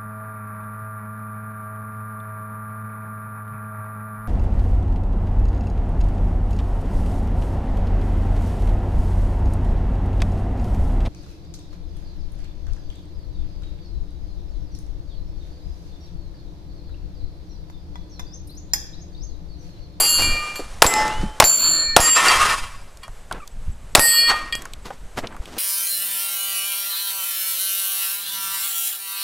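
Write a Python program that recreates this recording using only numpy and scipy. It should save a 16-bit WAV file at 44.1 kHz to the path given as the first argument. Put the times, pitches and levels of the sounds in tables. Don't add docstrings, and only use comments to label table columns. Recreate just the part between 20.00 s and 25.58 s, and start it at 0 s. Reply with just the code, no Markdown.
import sys
import numpy as np
from scipy import signal
from scipy.fft import rfft, irfft, next_fast_len
from scipy.io import wavfile
from scipy.ndimage import map_coordinates

SR = 44100
rng = np.random.default_rng(int(sys.argv[2]) if len(sys.argv) > 2 else 0)


def file_out(sig):
    cols = np.atleast_2d(sig).T
    lim = np.clip(cols, -1, 1)
    pcm = np.round(lim * 32767).astype(np.int16)
    wavfile.write(sys.argv[1], SR, pcm)


def attenuation_scalar(level_db):
    decades = np.asarray(level_db, float) / 20
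    return 10 ** decades


N = 246180
TIME = np.arange(N) / SR


def rms_one(x):
    return x / np.sqrt(np.mean(x ** 2) + 1e-20)


def noise():
    return rng.standard_normal(N)


def at_hz(points, hz):
    f, value = np.transpose(points)
    return np.interp(np.log(hz), np.log(f), value)


def coloured(x, spectrum):
    size = next_fast_len(N, real=True)
    hz = np.fft.rfftfreq(size, 1 / SR) + 1
    return rms_one(irfft(rfft(x, size) * attenuation_scalar(at_hz(spectrum, hz)), size)[:N])


def drift(rate):
    knots = rng.standard_normal(int(N / SR * rate) + 2)
    return map_coordinates(knots, [TIME * rate], order=3)


def grains(per_s, spread_db):
    sizes = attenuation_scalar(spread_db * np.minimum(rng.exponential(1, N), 5))
    signs = rng.choice([-1, 1], N)
    return sizes * signs * (rng.random(N) < per_s / SR)


def resonance(x, hz, width):
    r = np.exp(-np.pi * width / SR)
    poles = [1, -2 * r * np.cos(2 * np.pi * hz / SR), r * r]
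    return signal.lfilter([(1 - r * r) / 2, 0, (r * r - 1) / 2], poles, x)


def dying(s, db, t60):
    out = np.zeros(N)
    first, last = np.searchsorted(TIME, [s, s + 2 * t60])
    out[first:last] = attenuation_scalar(db - 60 * (TIME[first:last] - s) / t60)
    return out


def swells(rows, rise_db_per_s):
    t = TIME[::40]
    power = 0
    for s, db, hold_s, fade_db in rows:
        rise = rise_db_per_s * (s - t)
        fade = fade_db * (t - s - hold_s)
        power = power + attenuation_scalar(db - np.maximum(np.maximum(rise, fade), 0)) ** 2
    return np.interp(TIME, t, np.sqrt(power))


# [t/s, range tail level/dB, wall echo level/dB]
SHOTS = [(-.045, 4.5, 10), (0.8202, 0, 3.5), (1.4, 7, 8), (1.964, 5.5, -4.5), (3.95, 7, 3)]
# [f/Hz, level/dB]
BLAST_SPECTRUM = [(88, -36.5), (150, 4.5), (801, -18.5), (2900, -4), (5730, -6.5), (7980, -8), (12300, -49),
                  (15800, -63.5)]
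TAIL_SPECTRUM = [(50, -8.5), (300, -2.5), (800, -4), (6000, 4.5), (15000, -2)]
# [f/Hz, t60/s]
TAIL_T60 = [(150, 1), (1000, 0.96), (3000, 0.47), (14000, 0.15)]
ECHO_S = .0235


def shots():
    blast = coloured(noise(), BLAST_SPECTRUM)
    boom = rms_one(resonance(noise(), hz=713, width=570))
    out = np.zeros(N)
    for s, tail_db, echo_db in SHOTS:
        out += blast * dying(s, db=22.0, t60=0.0087)
        out += boom * dying(s + 0.0013, db=6.0, t60=0.25)
        out += boom * dying(s + ECHO_S, echo_db, t60=0.039)
        push = np.sin(2 * np.pi * 5.9 * (TIME - s - .042))
        out += push * dying(s + 0.034, db=18.5, t60=0.068)
    tail = coloured(noise(), TAIL_SPECTRUM)
    for low in 50 * 2. ** np.arange(9):
        octave = signal.butter(2, [low, min(2 * low, .45 * SR)], "band", fs=SR, output="sos")
        t60 = at_hz(TAIL_T60, low * np.sqrt(2))
        decay = sum(dying(s, tail_db, t60) for s, tail_db, echo_db in SHOTS)
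        out += signal.sosfilt(octave, tail) * decay * attenuation_scalar(2 * drift(25.126))
    return out


def uneven_turns(t, modes, knots):
    rows = rng.standard_normal((modes, knots))
    return np.array([np.interp(t, np.linspace(0, t[-1], knots), row) for row in rows])


# [f/Hz, relative level/dB]
FIRST_PLATE = [(1211, -43), (2379, -27), (2821, -30), (4404, -28), (4565, -31), (4732, -38), (7337, -31),
               (1852, -40), (3252, -39), (6665, -42), (7251, -41), (7407, -36), (10212, -39), (12317, -38)]
FALLING_TARGET = [(861.3, -23), (1324, -30), (1798, -33), (2040, -24), (5184, -37), (7370, -47),
                  (7865, -45)]
SECOND_PLATE = [(1809, -40), (2342, -46), (4323, -25), (4490, -36), (7219, -26), (7273, -25), (6595, -46),
                (8786, -48), (10713, -48), (14686, -49)]
THIRD_PLATE = [(4613, -25), (7418, -21), (1863, -32), (2406, -39), (2859, -36), (3295, -36), (4947, -39),
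               (6799, -33), (10314, -35), (12484, -44)]
LAST_PLATE = [(1863, -29), (2401, -31), (2859, -30), (3284, -20), (4430, -28), (4603, -33), (8032, -33),
              (9006, -39), (12403, -40), (1217, -47), (4770, -38), (4936, -35), (7461, -37), (10293, -40), ]
# [t/s, ring level/dB, crack level/dB]
HITS = [(0, 26, -19), (0.8647, 27.5, 14.5), (1.441, 21.5, 19), (2.0034, 21, 16.5), (3.9944, 25, 18)]
# [brightness/(dB per octave), free loss at 4 kHz/(dB/s),
# time until damped/s, added loss when damped/(dB/s), sudden loss then/dB (negative: a rise)]
RINGING = [(8, 78, 0.11, 40.5, 0.5), (12.5, 167, 0.66, 73, 0), (12.5, 67.5, 0.49, 205, -3),
           (1.5, 54.5, 0.157, 211, 0), (5.5, 66, 0.306, 84, 12.5)]
# [t/s, ring level/dB, crack level/dB, # brightness/(dB per octave), free
# loss at 4 kHz/(dB/s)]
KNOCKS = [
    [(.222, -2, -11, -2, 37), (.557, -8.5, -24.5, 4, 180)],
    [(0.939, -11, 5, -3.5, 400), (1.08, -20.5, -17, 10, 400)],
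    [],
    [(2.283, 16, -1, -8, 396)],
    [(3.033, -12.5, -39.5, -1, 702), (4.305, -15, -25.5, -26, 299), (4.525, 2, -22, -4, 447),
     (4.553, -16, -15.5, 11, 341)],
]
# [t after the strike/s, level then/dB, level slope until then/(dB/s), positive swelling, negative fading]
BEAMS = [
    [(0.43, -28.5, 109.5), (0.38, -26, 54.5), (0.065, -11, -29), (0.11, -6.5, -3), (0.14, -15, 0),
     (0.068, -6.5, -14), (0.1, -8, 45)],
    [(0.1, -14, 40), (0.061, -19, 34), (0.095, -21.5, 52), (0.052, -13, 60), (.11, -25, 40)],
    [(0.59, -27.5, 54), (0.46, -37, 78), (0.47, -21.5, -19), (0.021, -5.5, -11), (0.1, -7.5, -46),
     (0.11, 0.5, -51)],
    [(.05, -7.5, 195), (.08, 0, 60)],
    [(0.37, -17.5, -45), (0.25, -17, 89), (0.19, -18, 38), (0.15, -9, 199), (0.24, -2.5, 28),
     (0.14, -13, 26), (0.06, 0.5, 53), (0.06, -4.5, 203), (0.076, -3.5, 8)],
]
SHIMMER_DB = [-52.5, -70.5, -61, -48, -56]
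# [f/Hz, level/dB]
RATTLE_SPECTRUM = [(120, -35.5), (200, -22), (923, -11.5), (2380, -17.5), (9830, -19), (15500, -45.5)]
BEAM_FLUTTER_DB, TUMBLE_DB = 2.97, 5.5
KNOCK_FREE_S, KNOCK_DAMPED_DB_PER_S = 0.28, 201.5
HIT_ONSET_S, KNOCK_ONSET_S = 0.0025, 0.00047


def steel():
    out, crack = np.zeros(N), coloured(noise(), RATTLE_SPECTRUM)
    t = np.arange(int(.7 * SR)) / SR
    targets = [FIRST_PLATE, FALLING_TARGET, SECOND_PLATE, THIRD_PLATE, LAST_PLATE]
    for modes, hit, ringing, knocks, beams, weak_db in zip(targets, HITS, RINGING, KNOCKS, BEAMS, SHIMMER_DB):
        weak = np.transpose([rng.uniform(6500, 14000, size=30), rng.normal(weak_db, 5, size=30)])
        hz, mode_db = np.vstack([modes, weak]).T[:, :, None]
        turn_phase, phase = rng.random((len(hz), 2)).T[:, :, None]
        blows = [(*hit, *ringing, HIT_ONSET_S)]
        blows += [(*knock, KNOCK_FREE_S, KNOCK_DAMPED_DB_PER_S, 0, KNOCK_ONSET_S) for knock in knocks]
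        for s, db, crack_db, tilt_db, free_loss_db, free_s, damped_loss_db, sudden_db, onset_s in blows:
            top_db = db + mode_db + tilt_db * np.log2(hz / 4000)
            top_s, slope_db = 0 * hz, 0 * hz
            swing_db = BEAM_FLUTTER_DB + 0 * hz
            if s == hit[0]:
                lead = slice(len(beams))
                top_s[lead], top_db[lead], slope_db[lead] = np.transpose(beams)[:, :, None]
                swing_db[len(beams):] = TUMBLE_DB
            before_db = slope_db * np.maximum(top_s - t, 0)
            free_db = free_loss_db * (hz / 4000) ** 0.51 * np.maximum(t - top_s, 0)
            damped_db = damped_loss_db * np.maximum(t - np.maximum(free_s, top_s), 0)
            step_db = sudden_db * np.clip((t - free_s) * 100, 0, 1)
            fall_db = before_db + free_db + damped_db + step_db
            slow = uneven_turns(t, len(hz), 14)
            quick = uneven_turns(t, len(hz), 50)
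            tumble_db = swing_db * slow + 1.5 * quick
            wavering = s + t + 3e-5 * np.sin(2 * np.pi * ((4 + 8 * phase) * (s + t) + turn_phase))
            ring = attenuation_scalar(top_db - fall_db + tumble_db) * np.sin(2 * np.pi * (hz * wavering + phase))
            onset = np.minimum(t / (onset_s * (0.035 + 2 * phase)), 1)
            out[round(s * SR):][:len(t)] += (ring * onset).sum(axis=0)
            out += crack * dying(s, crack_db, t60=.005)
    return out


# [f/Hz, level/dB]
BUFFET_SPECTRUM = [(10, 2.5), (25, 1), (60, -10), (120, -18), (250, -28), (600, -81)]
# [t of peak/s, level/dB, hold/s, fade/(dB/s)]
GUSTS = [(.2, -20.5, 0.015, 66), (.66, -29, 0.021, 34.5), (1.2, -23, 0.068, 221.5), (1.6, -38, 0.38, 66),
         (2.35, -31.5, 0.21, 48), (3.67, -28, 0.053, 82.5), ]
# [t/s, peak level/dB]
PUFFS = [(5.154, -28.5), (5.405, -18)]
PUFF_S = 0.0047
BREEZE_DB, GUST_RISE_DB_PER_S = -38, 139


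def wind():
    gusts = np.hypot(attenuation_scalar(BREEZE_DB), swells(GUSTS, GUST_RISE_DB_PER_S)) * attenuation_scalar(4 * drift(20))
    shared = coloured(noise(), BUFFET_SPECTRUM) * gusts
    unlike = coloured(noise(), BUFFET_SPECTRUM) * gusts
    shared -= sum(attenuation_scalar(db) * np.exp(-((TIME - s) / PUFF_S) ** 2) for s, db in PUFFS)
    return shared + attenuation_scalar(-27) * unlike * [[1], [-1]]


# [f/Hz, level/dB]
AIR_SPECTRUM = [(120, -18), (200, -10.5), (517, -3.5), (1090, -7.5), (5270, -19.5), (8030, -17),
                (12500, -26), (15800, -43.5)]


def air():
    return coloured(noise(), AIR_SPECTRUM) * attenuation_scalar(-52.5 + 1.0 * drift(12.0))


CRICKET_HZ, CRICKET_DB, CHIRPS_PER_S = 7763, -61, 9.95


def cricket():
    chirps = np.clip((np.cos(2 * np.pi * CHIRPS_PER_S * (TIME - 3.425)) - .75) * 8, 0, 1)
    return rms_one(resonance(noise(), CRICKET_HZ, width=60)) * chirps * attenuation_scalar(CRICKET_DB)


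# [t of peak/s, level/dB, hold/s, fade/(dB/s)]
CLATTER = [
    [(.19, -25.5, 0.016, 154.5), (.3, -35, 0.01, 23)],
    [(0.853, -20.5, 0.11, 67)],
    [(2.01, -14, 0.088, 300), (2.168, -4.5, 0.019, 125), (2.24, -7.5, 0.083, 101), (2.36, -19, .18, 453),
     (2.58, -25.5, 0.011, 246), (2.638, -29, 0.004, 302), (2.703, -43, 0.023, 100),
     (3.036, -45, 0.015, 497)],
    [(4.3, -10.5, 0.0084, 402), (4.36, -30.5, 0.011, 82)],
]
# [f/Hz, width/Hz, relative level/dB]
FRAME = [(1112, 26, 17), (1250, 26, 16), (1430, 20, 13), (1600, 18, 10), (1810, 14, 13), (2047, 18, 11),
         (2345, 18, 15), (2590, 25, 11), (3190, 14, 9), (4900, 40, 5)]
FRAME_SHARE = [0.07, 0.081, 1.92, 2]
CLATTER_TILT_DB = [-1.5, -3.5, 0, -1.5]
CLATTER_RISE_DB_PER_S = 804


def clatter():
    knocks = rms_one(grains(per_s=12000, spread_db=2.2) * attenuation_scalar(1.8 * drift(50)))
    loose_hz = 1000 * 6 ** rng.random(size=24)
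    loose = [(hz, 22, 9 - 4 * np.log2(hz / 1000)) for hz in loose_hz]
    frame = np.zeros(N)
    for hz, width, db in FRAME + loose:
        patches = attenuation_scalar(5 * drift(24))
        frame += attenuation_scalar(db) * resonance(knocks * patches, hz, width)
    frame = rms_one(frame)
    rattle = coloured(knocks, RATTLE_SPECTRUM)
    out = np.zeros(N)
    for rows, tilt_db, share in zip(CLATTER, CLATTER_TILT_DB, FRAME_SHARE):
        tilt = [(10, -7 * tilt_db), (22050, 4 * tilt_db)]
        out += coloured(rattle + share * frame, tilt) * swells(rows, CLATTER_RISE_DB_PER_S)
    return out


# [t/s, approximate peak level/dB, ring f/Hz, bright tick level/dB]
SHORT_KNOCKS = [(0.593, -13, 400, -70), (1.231, -7.5, 138, -65), (2.972, -30, 4600, -41),
                (3.08, -27, 875, -41.5), (3.312, -10.5, 900, -40), (3.325, -17, 3640, -27.5),
                (3.476, -26.5, 3890, -31.5), (4.299, -9, 2470, -39), (4.312, 7, 936, -40),
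                (4.336, -7, 910, -47), (4.621, -31, 1430, -30), (4.654, -19.5, 1230, -29),
                (4.735, -22, 2860, -31), (4.856, -27, 3500, -42), (4.904, -15, 786, -67),
                (5.174, -12, 960, -45.5), (5.271, -15, 3360, -44), (5.324, -26, 1170, -56.5),
                (5.345, -27, 900, -50.5), (5.365, -27, 1150, -41), (5.456, -24, 2860, -37),
                (5.573, -22.5, 544, -63)]
CREST_DB = 9


def clicks_thump_and_clanks():
    out = np.zeros(N)
    bright = rms_one(resonance(noise(), hz=7000, width=4500))
    size = round(.1 * SR)
    t = np.arange(size) / SR
    for s, db, hz, tick_db in SHORT_KNOCKS:
        at = round(s * SR)
        burst = resonance(rng.standard_normal(size), hz, width=0.69 * hz)
        burst = rms_one(resonance(burst, hz, width=0.69 * hz))
        decay = attenuation_scalar(db - CREST_DB - 60 * t * (hz + 600) / 76.0)
        out[at:at + size] += (burst * decay)[:N - at]
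        out += bright * dying(s, tick_db, t60=0.012)
    return out


WHINE_S, WHINE_LENGTH_S, WHINE_DB, WHINE_FADE_DB_PER_S = 1.08, .28, -36, 70
WHINE_START_HZ, WHINE_TOP_HZ, WHINE_CLIMB_S = 2540, 3090, .065


def whine():
    since = np.maximum(TIME - WHINE_S, 0)
    hz = WHINE_TOP_HZ - (WHINE_TOP_HZ - WHINE_START_HZ) * np.exp(-since / WHINE_CLIMB_S)
    sounding = (since > 0) * (since < WHINE_LENGTH_S)
    level = attenuation_scalar(WHINE_DB - WHINE_FADE_DB_PER_S * since + 1.5 * drift(40)) * sounding
    return np.sqrt(2) * level * np.sin(2 * np.pi * np.cumsum(hz) / SR)


# [f/Hz, level/dB]
GRAVEL_SPECTRUM = [(100, -5), (250, -1), (900, -7.5), (2000, -13), (6000, -20), (15000, -34)]
# [t of peak/s, level/dB, hold/s, fade/(dB/s)]
SCUFFS = [(4.58, -40, 0.016, 84), (4.857, -36, 0.018, 204), (4.93, -46, 0.013, 302),
          (5.174, -30.5, 0.014, 488), (5.42, -45.5, 0.36, 95), (5.57, -35, .02, 107)]
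SHUFFLES = [(3.325, -35, 0.032, 250), (5.24, -29.5, 0.016, 400), (5.31, -41, 0.018, 200)]
DIRT_CUT_HZ, SCUFF_RISE_DB_PER_S = 2270, 1005


def boots():
    grit = coloured(grains(per_s=5000, spread_db=3.0), GRAVEL_SPECTRUM) * attenuation_scalar(3 * drift(60))
    dirt = rms_one(signal.sosfilt(signal.butter(2, DIRT_CUT_HZ, fs=SR, output="sos"), grit))
    return grit * swells(SCUFFS, SCUFF_RISE_DB_PER_S) + dirt * swells(SHUFFLES, SCUFF_RISE_DB_PER_S)


# [t/s, length/s, level/dB, f/Hz]
SQUEAKS = [(3.4, 0.011, -37.5, 1360), (3.416, 0.031, -38.5, 1186)]


def squeaks():
    out, waver = np.zeros(N), drift(200)
    for s, length, db, hz in SQUEAKS:
        turn = 2 * np.pi * hz * TIME + waver
        envelope = np.sqrt(np.abs(np.sin(np.pi * np.clip((TIME - s) / length, 0, 1))))
        out += attenuation_scalar(db) * envelope * (np.sin(turn) + 0.38 * np.sin(2 * turn))
    return out


def scene():
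    background = wind() + air() + cricket()
    return shots() + steel() + background + clatter() + clicks_thump_and_clanks() + whine() + boots() + squeaks()


def top_cut(x):
    return signal.sosfilt(signal.butter(12, 15940, fs=SR, output="sos"), x)


CEILING_DB, RECOVERY_DB_PER_S, REACTION_S, AVERAGING_S = -13, 159.5, 0.007, 0.023


def record(dry):
    keep = np.exp(-1 / (AVERAGING_S * SR))
    start = [np.mean(dry[0, :400] ** 2)]
    power = signal.lfilter([1 - keep], [1, -keep], dry[0] ** 2, zi=start)[0]
    rising = RECOVERY_DB_PER_S * TIME
    held_db = np.maximum.accumulate(10 * np.log10(power + 1e-12) + rising) - rising
    over_db = np.maximum(held_db - CEILING_DB, 0)
    late_db = np.interp(TIME - REACTION_S, TIME, over_db)
    clipped = np.clip(dry * attenuation_scalar(-late_db), -1, 1)
    low_pass = signal.butter(10, 14800, fs=SR, output="sos")
    clipped = signal.sosfilt(low_pass, clipped) + .003
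    treble = np.diff(clipped[0], n=3, prepend=[0, 0, 0])
    unlike = clipped + attenuation_scalar(-41) * treble * [[1], [-1]]
    mix = np.clip(unlike, -1, 1)
    return top_cut(mix)


dry = scene()
out = record(dry)
file_out(out)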